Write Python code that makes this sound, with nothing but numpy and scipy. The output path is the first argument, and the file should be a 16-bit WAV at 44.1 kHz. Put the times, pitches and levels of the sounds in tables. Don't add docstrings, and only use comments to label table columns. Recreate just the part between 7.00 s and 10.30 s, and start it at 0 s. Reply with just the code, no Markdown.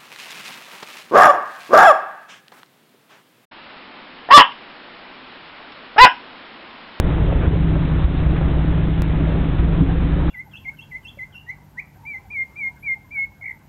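import sys
import numpy as np
from scipy import signal
from scipy.fft import rfft, irfft
from scipy.io import wavfile
from scipy.ndimage import uniform_filter1d

SR = 44100
rng = np.random.default_rng(int(sys.argv[2]) if len(sys.argv) > 2 else 0)


def to_linear_factor(level_db):
    exponent = np.asarray(level_db, float) / 20
    return 10 ** exponent


def wav_record(signal):
    frames = np.transpose(np.atleast_2d(signal))
    bounded = np.clip(frames, -1, 1)
    quanta = np.round(bounded * 32767).astype(np.int16)
    wavfile.write(sys.argv[1], SR, quanta)


N = 145530


def evened(x):
    return x / np.sqrt(np.mean(x ** 2) + 1e-20)


def curve(table, column=1):
    rows = np.transpose(table)
    return np.interp(np.arange(N) / SR, rows[0], rows[column])


def drift(top_hz):
    count = N // 64 + 2
    z = rfft(rng.standard_normal(count))
    hz = np.arange(len(z)) * SR / N
    rolloff = 1 / (1 + (hz / top_hz) ** 4)
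    slow = irfft(z * rolloff * (hz > 0.4), count)
    return np.interp(np.arange(N) / 64, np.arange(len(slow)), evened(slow))


def noise(shape, size, patchy_db, wide_hz, long_s):
    hop, hz = size // 4, np.fft.rfftfreq(size, 1 / SR)
    real, imaginary, patches = rng.standard_normal((N // hop + 5, len(hz), 3)).T
    patches = uniform_filter1d(patches, max(round(wide_hz * size / SR), 1), axis=0)
    patches = evened(uniform_filter1d(patches, max(round(long_s * SR / hop), 1), axis=1))
    f, db = np.transpose(shape)
    colour = np.interp(np.log(hz + 1), np.log(f + 1), db)
    colour -= 18 * np.log2(np.maximum(f[0] / (hz + 1), 1))
    colour -= 12 * np.log2(np.maximum(hz / f[-1], 1))
    z = (real + 1j * imaginary) * to_linear_factor(colour[:, None] + patchy_db * patches)
    return evened(signal.istft(z, nperseg=size, noverlap=size - hop)[1][:N])


def add(mix, s, sound):
    part = mix[round(s * SR):][:len(sound)]
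    part += sound[:len(part)]


# order of the cycle, level in dB.
ORDER_DB = [(2, -38), (3, -32.5), (4, -29), (5, -22), (6, -37.5), (7, -40), (8, -31.5), (9, -38), (10, -40),
            (11, -30.5), (12, -36.5), (13, -23.5), (14, -36.5), (15, -37), (16, -40.5), (21, -45.5),
            (22, -42.5), (23, -37.5), (24, -41), (26, -45.5), (28, -44)]
# time in seconds, cycle rate in Hz.
SPEED = [(0, 12.55), (.15, 12.53), (.45, 12.28), (.7, 12.34), (1.1, 11.97), (1.5, 12.14), (1.72, 12.52),
         (2.02, 12.54), (2.022, 12.12), (2.4, 12.25), (3.05, 12.54), (3.3, 12.55)]
# time in seconds, level in dB, exhaust ring in dB.
ENGINE_LEVEL = [(0, -3.5, -2.5), (.22, 3.5, -8), (.3, 0.5, -2), (.6, 1, 2), (.9, 0, 0), (1.04, -2.5, 1.5),
                (1.085, -5, -0.5), (1.14, -1, 2), (1.5, -2.5, 1), (1.9, 0, 1.5), (2.1, 1, -0.5), (2.5, -1, 1),
                (2.56, -2, -2), (2.62, 0, 2.5), (2.83, 0, 1.5), (2.87, -2, -2), (2.92, -1, 1), (3.3, 0, 0)]


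def engine():
    waver_db, waver_turns, ring_from_order = 1.3, 0.03, 12.5
    turns = np.cumsum(curve(SPEED)) / SR
    ring_db = curve(ENGINE_LEVEL, column=2)
    drone = np.zeros(N)
    for order, db in ORDER_DB:
        level_db = db + waver_db * drift(5) + ring_db * (order > ring_from_order)
        phase = round(order) * turns + rng.random() + waver_turns * drift(3.3)
        drone += to_linear_factor(level_db) * np.sin(2 * np.pi * phase)
    return np.sqrt(2) * to_linear_factor(curve(ENGINE_LEVEL)) * drone


def mode(db, hz, t60, rise_s):
    t = np.arange(SR // 3) / SR
    return (1 - np.exp(-t / rise_s)) * to_linear_factor(db - 60 * t / t60) * np.sin(2 * np.pi * hz * t)


# start in seconds, level in dB, pitch in Hz, t60 in seconds.
THUMPS = [(0.394, -13, 107.5, 0.13), (0.463, 2, 81.7, 0.057), (0.529, -10, 104.8, .15),
          (1.043, 2.5, 60, 0.072), (1.256, -11, 60.5, 0.24), (1.441, -11, 62, 0.1),
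          (2.131, -14, 60.2, 0.11), (2.458, -17, 278, 0.077), (2.59, -8, 56.4, 0.12),
          (2.822, -8, 58.4, 0.13), (3.102, -13, 49.3, 0.17)]


def thumps():
    out, t = np.zeros(N), np.arange(SR // 3) / SR
    add(out, 0, -to_linear_factor(-11.5 - 60 * t / 0.11) * np.cos(2 * np.pi * 74.9 * t))
    for s, db, hz, t60 in THUMPS:
        add(out, s, mode(db + 9, hz, t60, rise_s=0.023))
    return out


# start in seconds, level in dB, pitch in Hz, t60 in seconds.
PLOPS = [(.326, -8.5, 544, 0.027), (.348, -33.5, 380, 0.046), (.438, -15.5, 563, 0.035),
         (.508, -14, 292, 0.048), (.53, -17.5, 420, .06), (.553, -11, 543, 0.022), (.76, -19.5, 600, 0.055),
         (1.264, -20, 694, 0.028), (2.068, -17, 285, 0.029), (2.27, -17, 592, 0.033),
         (2.77, -21.5, 293, 0.23), (2.808, -9, 173, 0.13), (2.817, -8.5, 272.8, 0.14),
         (2.893, -29, 755, 0.11), (3.26, -14, 300, 0.082)]


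def plops():
    out = np.zeros(N)
    for s, db, hz, t60 in PLOPS:
        add(out, s, mode(db + 3, hz, t60, rise_s=0.0043))
    return out


# start in seconds, level in dB, pitch in Hz, decay length in seconds.
SLAPS = [(0.144, -39, 495, 0.013), (0.308, -35, 565, 0.014), (0.417, -28, 1065, 0.042),
         (0.431, -41, 550, 0.0088), (0.563, -21, 550, 0.0083), (0.748, -21, 900, 0.014),
         (0.843, -33.5, 1290, 0.013), (1.15, -42, 1098, 0.0079), (1.27, -39, 686, 0.011),
         (1.357, -26, 1400, 0.024), (2.267, -32, 600, 0.025), (2.576, -31, 1500, 0.054),
         (2.896, -26, 1000, 0.014), (3.194, -31.5, 1150, .05)]


def slaps():
    out, t = np.zeros(N), np.arange(SR // 6) / SR
    for s, db, hz, length in SLAPS:
        band = signal.butter(2, [hz / 1.6, hz * 1.6], "band", fs=SR, output="sos")
        puff = evened(signal.sosfilt(band, rng.standard_normal(len(t))))
        envelope = np.minimum(t / 0.0074, 1) * np.exp(-t / length)
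        add(out, s, to_linear_factor(db - 5) * puff * envelope)
    return out


# frequency in Hz, density in dB per Hz.
RUMBLE = [(15, -3.5), (35, -0.5), (60, -5.5), (88, -7), (170, -8.5), (225, -14.5), (300, -11.5),
          (480, -24.5)]


def rumble(flutter):
    return flutter * noise(RUMBLE, size=2048, patchy_db=0.8, wide_hz=120, long_s=0.06)


# frequency in Hz, density in dB per Hz.
WASH = [(200, -12), (400, -2), (600, -3.5), (1000, -12.5), (1800, -16.5), (2600, -30.5)]


def wash(flutter):
    return flutter ** 0.4 * noise(WASH, size=512, patchy_db=-0.5, wide_hz=600, long_s=0.04)


def gurgles():
    per_s, kinds = 700, 24
    happens = rng.random(N) < per_s / SR
    size = happens * to_linear_factor(4 * np.minimum(rng.exponential(1, N), 5))
    kind, out = rng.integers(0, kinds, N), np.zeros(N)
    for k, hz in enumerate(np.geomspace(260, 2200, num=kinds)):
        u = np.arange(0, 6, hz / SR)
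        blip = u * np.exp(-u / 0.67) * np.sin(2 * np.pi * u * (1 + 0.037 * u))
        blip *= (hz / 500) ** -0.15
        out += signal.oaconvolve(size * (kind == k), blip)[:N]
    return evened(out)


# frequency in Hz, density in dB per Hz.
HISS = [(900, 2), (2000, -2.5), (3200, -6), (3800, -7)]


def spray():
    return noise(HISS, size=512, patchy_db=1.06, wide_hz=900, long_s=0.07)


# time in seconds, churn in dB.
CHURN = [(0, -31), (.1, -29), (.28, -32.5), (.43, -29), (.58, -37), (.78, -34.5), (1.04, -34),
         (1.085, -35.5), (1.13, -36.5), (1.37, -32), (1.65, -34), (1.95, -37.5), (2.28, -32), (2.6, -35.5),
         (2.83, -32.5), (2.87, -33), (2.91, -35.5), (3.3, -34.5)]


def water():
    churn = curve(CHURN)
    surge = churn - churn.mean()
    flutter = to_linear_factor(2.6 * np.tanh(drift(35)))
    body = to_linear_factor(-22 + 0.7 * surge) * rumble(flutter)
    floor = to_linear_factor(churn) * (to_linear_factor(-2) * wash(flutter) + to_linear_factor(-6) * gurgles())
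    return body + floor + to_linear_factor(-38.5 + 0.092 * surge) * spray()


def scene():
    return (engine() + thumps() + plops() + slaps() + water())[None]


def gain_control(dry):
    knee_db, squeeze, recover_db_per_s = -14, 0.64, 151
    power_db = 10 * np.log10(abs(uniform_filter1d(dry[0] ** 2, 600)) + 1e-12)
    fall = np.arange(N) * recover_db_per_s / SR
    held_db = np.maximum.accumulate(power_db + fall) - fall
    over_db = np.maximum(held_db - knee_db, 0)
    late_db = np.concatenate([np.zeros(500), uniform_filter1d(over_db, 300)])[:N]
    ending = np.minimum(np.arange(N, 0, -1) / 120 + 0.2, 1)
    return dry / to_linear_factor(squeeze * late_db) * ending


def band_limit(x):
    edge_hz, width_hz = 4209, 1480
    hz = np.fft.rfftfreq(2 * N, 1 / SR)
    edge = np.clip((hz - edge_hz) / width_hz + 0.5, 0, 2)
    mirrored = np.concatenate([x, x[:, ::-1]], axis=1)
    return irfft(rfft(mirrored) * to_linear_factor(-60 * edge ** 2))[:, :N]


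def skip(x):
    at_s, half_jump_db, ease_s = 2.02085, -18.8, 0.0012
    t = np.arange(N) / SR - at_s
    return x + to_linear_factor(half_jump_db) * np.sign(t) * np.exp(-abs(t) / ease_s)


def roll_off(x):
    return signal.sosfilt(signal.butter(12, 16400, fs=SR, output="sos"), x)


def record(dry):
    mix = skip(band_limit(gain_control(dry)))
    return roll_off(mix)


dry = scene()
out = record(dry)
wav_record(out)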